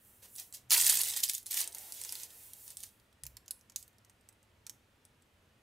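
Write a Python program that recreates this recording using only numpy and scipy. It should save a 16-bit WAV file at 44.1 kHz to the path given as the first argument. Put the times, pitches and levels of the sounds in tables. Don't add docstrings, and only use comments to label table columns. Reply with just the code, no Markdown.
import sys
import numpy as np
from scipy import signal
from scipy.fft import rfft, irfft, next_fast_len
from scipy.io import wavfile
from scipy.ndimage import uniform_filter1d, map_coordinates

SR = 44100
rng = np.random.default_rng(int(sys.argv[2]) if len(sys.argv) > 2 else 0)


def store_wav(level_fs):
    pcm = np.round(np.clip(np.atleast_2d(level_fs), -1, 1) * 32767)
    wavfile.write(sys.argv[1], SR, pcm.T.astype(np.int16))


def boost(x):
    u = np.asarray(x, float) / 20
    return 10 ** u


N = 247842


def unit(x):
    return x / np.sqrt(np.mean(x ** 2) + 1e-20)


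def along(points, hz):
    f, v = np.transpose(points)
    return np.interp(np.log(hz + 1), np.log(f + 1), v)


def filtered(x, response):
    m = next_fast_len(x.shape[-1] + 1024)
    spectrum = rfft(x, m) * response(np.fft.rfftfreq(m, 1 / SR))
    return irfft(spectrum, m)[..., :x.shape[-1]]


def panned(x, db):
    return np.array([x * boost(db / 2), x * boost(-db / 2)])


# frequency in Hz, density in dB per Hz.
HUSH_COLOUR = [(12, -45.5), (20, -19.5), (103, -5.5), (155, -17.5), (223, -13), (270, -17.5), (357, -19),
               (571, -20), (713, -26), (1420, -23), (1550, -25.5), (2930, -28.5), (5380, -40),
               (15000, -51.5)]
# frequency in Hz, left-right likeness from 0 to 1.
HUSH_LIKENESS = [(25, .9995), (110, 1), (200, 0.94), (380, .67), (2400, 0.18), (8000, 0.62), (15000, 0.39)]


def hush():
    level_db = -70

    def turn(hz):
        return np.arccos(np.clip(along(HUSH_LIKENESS, hz), -1, 1)) / 2

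    def colour(hz):
        return boost(along(HUSH_COLOUR, hz)) * np.array([np.cos(turn(hz)), np.sin(turn(hz))])

    mid, side = filtered(rng.standard_normal((2, N)), colour)
    return boost(level_db) * np.array([mid + side, mid - side]) / np.std(mid)


def strokes(rows, rise, fall):
    t = np.arange(N) / SR
    levels = []
    for start, end, start_db, end_db, *_ in rows:
        end = max(start, end)
        times = [start - 1, start, end, end + 1]
        levels.append(np.interp(t, times, [start_db - rise, start_db, end_db, end_db - fall]))
    return np.array(levels)


# start in seconds, end in seconds, level at start in dB, level at end in dB.
FINGER_SLIDES = [
    (.07, .21, -67, -72.5),
    (.33, .37, -63.5, -56),
    (1.8, 1.9, -56.5, -58.5),
    (2.33, 2.47, -62.5, -60),
    (2.55, 2.66, -64.5, -58),
    (2.9, 3.05, -77, -87),
]
# start in seconds, end in seconds, level at start in dB, level at end in
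# dB, body above the crackle in dB.
CRUMPLES = [(0.226, 0.252, -66, -67, -4.5), (0.378, 0.397, -60.5, -52.5, -16),
            (0.541, 0.52, -52.5, -52.5, -19), (0.714, .745, -34, -32, -8), (0.737, 0.905, -39.5, -32, -16),
            (0.91, 1.145, -37, -46, -14), (1.166, 1.192, -38, -45, -18.5),
            (1.239, 1.241, -26.5, -39.5, -31), (1.299, 1.293, -29, -43.5, -25),
            (1.346, 1.374, -41, -56, -26), (1.463, 1.5, -60, -64.5, -16), (1.509, 1.607, -48, -39, -13),
            (1.74, 1.914, -65.5, -66.5, -2.5), (1.94, 2.243, -59, -58, -11.5),
            (2.289, 2.65, -71, -76.5, -3), (2.665, 2.715, -68, -63.5, -11.5),
            (2.783, 2.866, -66, -66.5, -13.5), (3.781, 3.829, -64.5, -76.5, -23.5)]


def handling():
    grip = 2201
    slip = 118.5
    rest_db, rest_body_db, rest_sheen_db = -90, -83, -93.5
    crackle_db = np.maximum(strokes(CRUMPLES, grip, fall=350.5).max(0), rest_db)
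    body_db = strokes(CRUMPLES, grip, fall=200.5) + np.array(CRUMPLES)[:, -1:]
    body_db = np.maximum(body_db.max(0), rest_body_db)
    sheen_db = strokes(CRUMPLES, grip, fall=500).max(0) + 3
    sheen_db = np.maximum(sheen_db, strokes(FINGER_SLIDES, slip, slip).max(0))
    sheen_db = np.maximum(sheen_db, rest_sheen_db)
    return crackle_db, body_db - crackle_db, sheen_db - crackle_db


def grains(count, spread_db, low_hz, octaves, cycles):
    draw, t = rng.random((count, 4)), np.arange(128) / SR
    hz = low_hz * 2 ** (octaves * draw[:, 1:2])
    size = boost(np.minimum(-spread_db * np.log(1 - draw[:, 2:3]), 9))
    wave = size * np.sin(2 * np.pi * (hz * t + draw[:, 3:])) * np.exp(-t * hz / cycles)
    at = (draw[:, :1] * N).astype(int) + np.arange(128)
    clumps = map_coordinates(rng.standard_normal(N // 200 + 4), [np.arange(N) / 200])
    return np.bincount(at.ravel(), wave.ravel(), N + 128)[:N] * boost(2.5 * clumps)


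def patchy(x, depth_db):
    z = signal.stft(x, nperseg=128)[2]
    field = rng.standard_normal(z.shape[1:])
    field = uniform_filter1d(uniform_filter1d(field, 10, 0), 9, 1)
    return signal.istft(z * boost(depth_db * unit(field)), nperseg=128)[1][:, :N]


# frequency in Hz, density in dB per Hz.
FILM_COLOUR = [(150, -72.5), (250, -13.5), (728, -12), (931, -12.5), (1210, -22.5), (1880, -13),
               (2280, -15.5), (3290, -14), (8630, -9.5), (14300, -7.5), (15700, -12), (16500, -38.5)]
# frequency in Hz, side over mid in dB.
BAG_WIDTH = [(60, -33), (120, -31), (240, -17), (480, -13), (950, -21), (1890, 2), (3770, 5), (7520, -4),
             (15000, -18.5)]


def crackle():
    level_db, body_db, sheen_db = handling()
    swarm = [grains(count=22000, spread_db=4.0, low_hz=970, octaves=4.5, cycles=3.6) for _ in range(2)]
    white = filtered(np.array(swarm), lambda hz: np.clip(hz, 700, 14000) ** 0.66)
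    busy = np.clip((level_db + 62) / 25, 0, 1)
    buckles = busy * unit(patchy(white, depth_db=0.5))
    slide = 0.36 * rng.standard_normal((2, N))
    film = (buckles + slide) / np.sqrt(busy ** 2 + 0.048)

    def region(low_hz, high_hz):
        def response(hz):
            width = np.array([np.ones_like(hz), boost(along(BAG_WIDTH, hz) - 10.5)])
            edges = np.sqrt((1 + (low_hz / (hz + 1)) ** 8) * (1 + (hz / high_hz) ** 8))
            return width * boost(along(FILM_COLOUR, hz)) / edges
        return unit(filtered(film, response))

    body = boost(body_db) * region(330, 3000)
    sheen = boost(sheen_db) * region(8000, 30000)
    mid, side = boost(level_db) * (region(3000, 8000) + body + sheen)
    return boost([[-.9], [1.1]]) * np.array([mid + side, mid - side])


# time in seconds, peak level in dB, pitch in Hz.
GRAB_CREASES = [(0.2573, -41, 10500), (0.3541, -35, 10500), (0.3611, -33, 8410), (0.383, -30, 5690),
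                (0.399, -29, 8610), (0.5252, -31, 7920), (0.5467, -36, 4240), (0.5534, -37, 7870),
                (0.5704, -42, 5610), (0.7063, -10, 4610), (0.7173, -8, 10500), (0.7254, -9, 4020),
                (0.7304, -10, 9960), (0.7344, -8, 7140), (0.7404, -11, 10600), (0.7474, -14, 8770),
                (0.7726, -12, 10000), (0.7874, -15, 11500), (0.8044, -16, 8360), (0.8121, -9, 8350),
                (0.8234, -14, 8060), (0.8444, -13, 9260), (0.8654, -8, 8650), (0.8734, -12, 8980),
                (0.8964, -5, 9680), (0.9084, -13, 8950), (0.9234, -12, 9620), (0.9534, -13, 14700),
                (0.9714, -16, 8300)]
# time in seconds, peak level in dB, pitch in Hz.
WRING_CREASES = [(1.0146, -13, 10800), (1.034, -15, 9000), (1.0484, -22, 9380), (1.0864, -22, 13200),
                 (1.1004, -22, 8810), (1.1633, -20, 7960), (1.1724, -20, 7980), (1.2032, -21, 9280),
                 (1.2346, -14, 6600), (1.2454, -20, 3520), (1.2564, -23, 4980), (1.288, -20, 10000),
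                 (1.2955, -16, 5490), (1.3134, -27, 9760), (1.3344, -21, 14000), (1.3414, -24, 13500),
                 (1.3803, -23, 14700), (1.4287, -40, 10700), (1.4651, -25, 9790), (1.5105, -19, 13300),
                 (1.5184, -20, 8060), (1.5424, -18, 9890), (1.5694, -20, 10800), (1.5868, -19, 14700),
                 (1.6054, -19, 8520), (1.6134, -20, 10000), (1.6414, -25, 7880), (1.6751, -22, 8980)]
# time in seconds, peak level
# in dB, pitch in Hz.
MORE_CREASES = [
    (.6985, -29, 6900),
    (1.2795, -25, 4900),
    (1.4598, -32, 10000),
]
# time in seconds, peak level in dB, pitch in Hz, body above the peak in dB.
TWIST_CREASES = [(1.7224, -37, 4950, -27), (1.727, -33, 8430, -37), (1.7479, -24, 11600, -21),
                 (1.768, -41, 8700, 4.5), (1.7835, -27, 9300, -32), (1.7954, -47, 10200, -20),
                 (1.9221, -23, 9800, -29), (1.936, -36, 9220, -25), (2.0145, -25, 8600, -14),
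                 (2.0367, -26, 9000, -20), (2.0487, -24, 7250, -14), (2.0921, -26, 5100, -17),
                 (2.1233, -20.5, 10000, -12), (2.1529, -24, 4000, -13), (2.1987, -34, 4250, -30),
                 (2.2335, -27.5, 8400, -37), (2.2494, -42, 9240, -22), (2.3042, -40, 3600, -15),
                 (2.5337, -29.5, 11800, -38), (2.6786, -30.5, 9700, -16), (2.7038, -31.5, 8980, -16),
                 (2.7699, -25.5, 8200, -37), (2.804, -31.5, 9500, -21), (2.83, -32, 9000, -29),
                 (2.8347, -26, 9330, -14.5), (2.8392, -35, 9900, -8), (2.8894, -47.5, 10000, -27),
                 (2.9983, -53, 4770, -25.5)]
# time in seconds, peak level in dB, pitch in Hz,
# body above the peak in dB, left over right in dB.
CARRY_CREASES = [(3.1276, -54, 3260, -12.5, -5.5), (3.2351, -25, 10770, -14.5, 4.5),
                 (3.2533, -35.5, 7070, -5, 0.0), (3.2657, -25, 13900, -20.5, -5),
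                 (3.3685, -31.5, 4200, -9, -4), (3.46, -49, 5970, -14, 0.5), (3.48, -32.5, 6150, -14.5, -3),
                 (3.5082, -19, 10400, -22, -4), (3.593, -54, 7770, -13, 1.5),
                 (3.6107, -46.5, 5940, -16, -5), (3.6979, -39, 6090, -6, -5), (3.7203, -47, 6100, -3, -1.5)]
# time in seconds,
# peak level in dB, pitch in Hz, body above the peak in dB, left over right in dB.
SQUEEZE_CREASES = [(3.7603, -17, 6560, -24.5, -6.5), (3.8267, -38, 8300, -26, -11),
                   (3.8788, -43, 13350, -20, -7), (3.9298, -60, 8170, -9.5, 10),
                   (3.9833, -50.5, 4720, -13, -6), (4.0478, -46, 6600, -6, -1.5),
                   (4.0969, -44.5, 8100, -6, -3), (4.2103, -56, 8140, -11.5, -3),
                   (4.2883, -38.5, 8270, -10.5, -4), (4.326, -53, 10250, -14, -9),
                   (4.4285, -51.5, 7940, -12.5, 0), (4.6661, -28, 6310, -13, -6),
                   (4.6956, -26.5, 6660, -21, -9.5), (5.0514, -42, 8870, -17, 3.5),
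                   (5.2217, -53.5, 7970, -11.5, 1)]


def crease_rows():
    luck = rng.standard_normal((100, 2))
    per_s = 70
    s = CRUMPLES[0][0] + (np.arange(len(luck)) + rng.random(len(luck))) / per_s
    db = np.interp(s, np.arange(N) / SR, handling()[0]) + 5.5 + 1.5 * luck[:, 0]
    hz = np.clip(9500 * 2 ** (.45 * luck[:, 1]), 3500, 14800)
    s, db, hz = np.r_[GRAB_CREASES, WRING_CREASES, MORE_CREASES, np.c_[s, db, hz]].T
    body_db = -20.5 - 1.5 * np.log2(hz / 9000) - 0.1651 * (db + 28)
    body_db = body_db + 2 * rng.standard_normal(len(s))
    loose = np.r_[TWIST_CREASES, np.c_[s, db, hz, body_db]]
    pan_db = -2.5 + 1.8 * rng.standard_normal(len(loose))
    return np.r_[CARRY_CREASES, SQUEEZE_CREASES, np.c_[loose, pan_db]]


def creases():
    snap_s, bounce_s, bounce_db, rattle_db = .0007, .00045, -1.5, -8.5
    out, t = np.zeros((2, N + 1024)), np.arange(-64, 700) / SR

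    def flip(t60):
        return (t > 0) * boost(-60 * t / t60) * np.clip(t / 0.0016, 0, 1)

    def spike(at):
        return np.sinc((t - at) * SR)

    def dull_colour(f):
        return boost(along(FILM_COLOUR, f)) / (1 + (f / 2800) ** 6) / (1 + (900 / (f + 1)) ** 4)

    for s, db, hz, body_db, pan_db in crease_rows():
        def bright_colour(f):
            ring = 0.48 + 1 / (1 + ((f - hz) / (0.086 * hz)) ** 2)
            edges = (1 + (2800 / (f + 1)) ** 4) * (1 + (f / 13000) ** 3)
            return ring * boost(0.86 * along(FILM_COLOUR, f)) / edges

        shake = rng.standard_normal((3, len(t)))
        rattle = boost(rattle_db) * shake[0] * (flip(0.0046) + 0.2 * flip(0.034))
        bounce = boost(bounce_db) * spike(snap_s + bounce_s * (1 + .25 * shake[0, 0]))
        bright = filtered(rattle + spike(snap_s) - bounce, bright_colour)
        dull, side = filtered(shake[1:] * flip(0.031), dull_colour)
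        flex = dull + .5 * np.outer([1, -1], side)
        flex = boost(body_db - 13.5) * flex / np.abs(dull).max()
        snap = panned(bright / np.abs(bright).max(), pan_db) + flex
        out[:, round(s * SR) - 64:][:, :len(t)] += boost(db + 0.5) * snap
    return out[:, :N]


# frequency in Hz, level in dB.
WALL_COLOUR = [(500, 0), (2500, -3.5), (6000, -4.5), (15000, -4)]
# frequency in Hz, time to fall 60 dB in seconds.
ROOM_DECAY = [(500, 0.68), (2600, 0.19), (7000, 0.26), (15000, 0.3)]


def room(bag, alike, near_db):
    x = filtered(bag.mean(0), lambda hz: boost(along(WALL_COLOUR, hz)))
    out, step = np.zeros((2, N + SR)), SR // 8
    for start in range(0, N, step):
        hz, t, z = signal.stft(rng.standard_normal((2, SR // 3)), SR, nperseg=256)
        fading = z * boost(-60 * t / along(ROOM_DECAY, hz)[:, None])
        late = signal.istft(fading, SR, nperseg=256)[1]
        near = rng.standard_normal(late.shape) * boost(-60 * np.arange(late.shape[1]) / SR / 0.03)
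        a, b = late / np.linalg.norm(late[0]) + boost(near_db) * near / np.linalg.norm(near[0])
        b = (1 - alike) * filtered(b, lambda f: 1 / (1 + (1100 / (f + 1)) ** 2))
        wet = signal.fftconvolve(x[None, start:start + step], np.array([a + b, a - b]), axes=1)
        out[:, start + 60:][:, :wet.shape[1]] += wet
    return out[:, :N]


# time in seconds, pitch in Hz, level in dB.
FAR_DRONE = [
    (0.55, 124.4, -75.5),
    (0.89, 128, -62.5),
    (1.2, 122.9, -75),
]


def drone():
    t = np.arange(N) / SR
    s, pitch, level = np.transpose(FAR_DRONE)
    hz, db = np.interp(t, s, pitch), np.interp(t, s, level)
    edge = np.interp(t, [.5, .6, 1.15, 1.25], [0, 1, 1, 0])
    return np.sqrt(2) * edge * boost(db) * np.sin(2 * np.pi * np.cumsum(hz) / SR)


# start in seconds, level in dB, pitch in Hz, time to fall 60 dB in seconds.
PALM_MODES = [
    (3.227, -52, 62, 0.55),
    (3.23, -50.5, 131, 0.26),
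    (3.251, -60, 46.4, 0.41),
    (3.331, -54, 100, 0.32),
]


def hand():
    out = np.zeros(N)
    for s, db, hz, t60 in PALM_MODES:
        t = np.clip(np.arange(N) / SR - s, 0, None)
        swell = 1 - np.exp(-t / 0.0073)
        out += boost(db - 60 * t / t60) * swell * np.sin(2 * np.pi * hz * t)
    return out


def scene():
    bag = crackle() + creases()
    walls = boost([[-9.5], [-7.5]]) * room(bag, alike=0.78, near_db=6.5)
    return hush() + bag + walls + drone() + hand()


def top_cut(x):
    return signal.sosfilt(signal.butter(12, 16840, fs=SR, output="sos"), x)


def record(dry):
    mix = filtered(dry, lambda hz: np.interp(hz, [0, 15600, 15900, 16700, 16850], [1, 1, .15, .08, 0]))
    return top_cut(mix)


dry = scene()
out = record(dry)
store_wav(out)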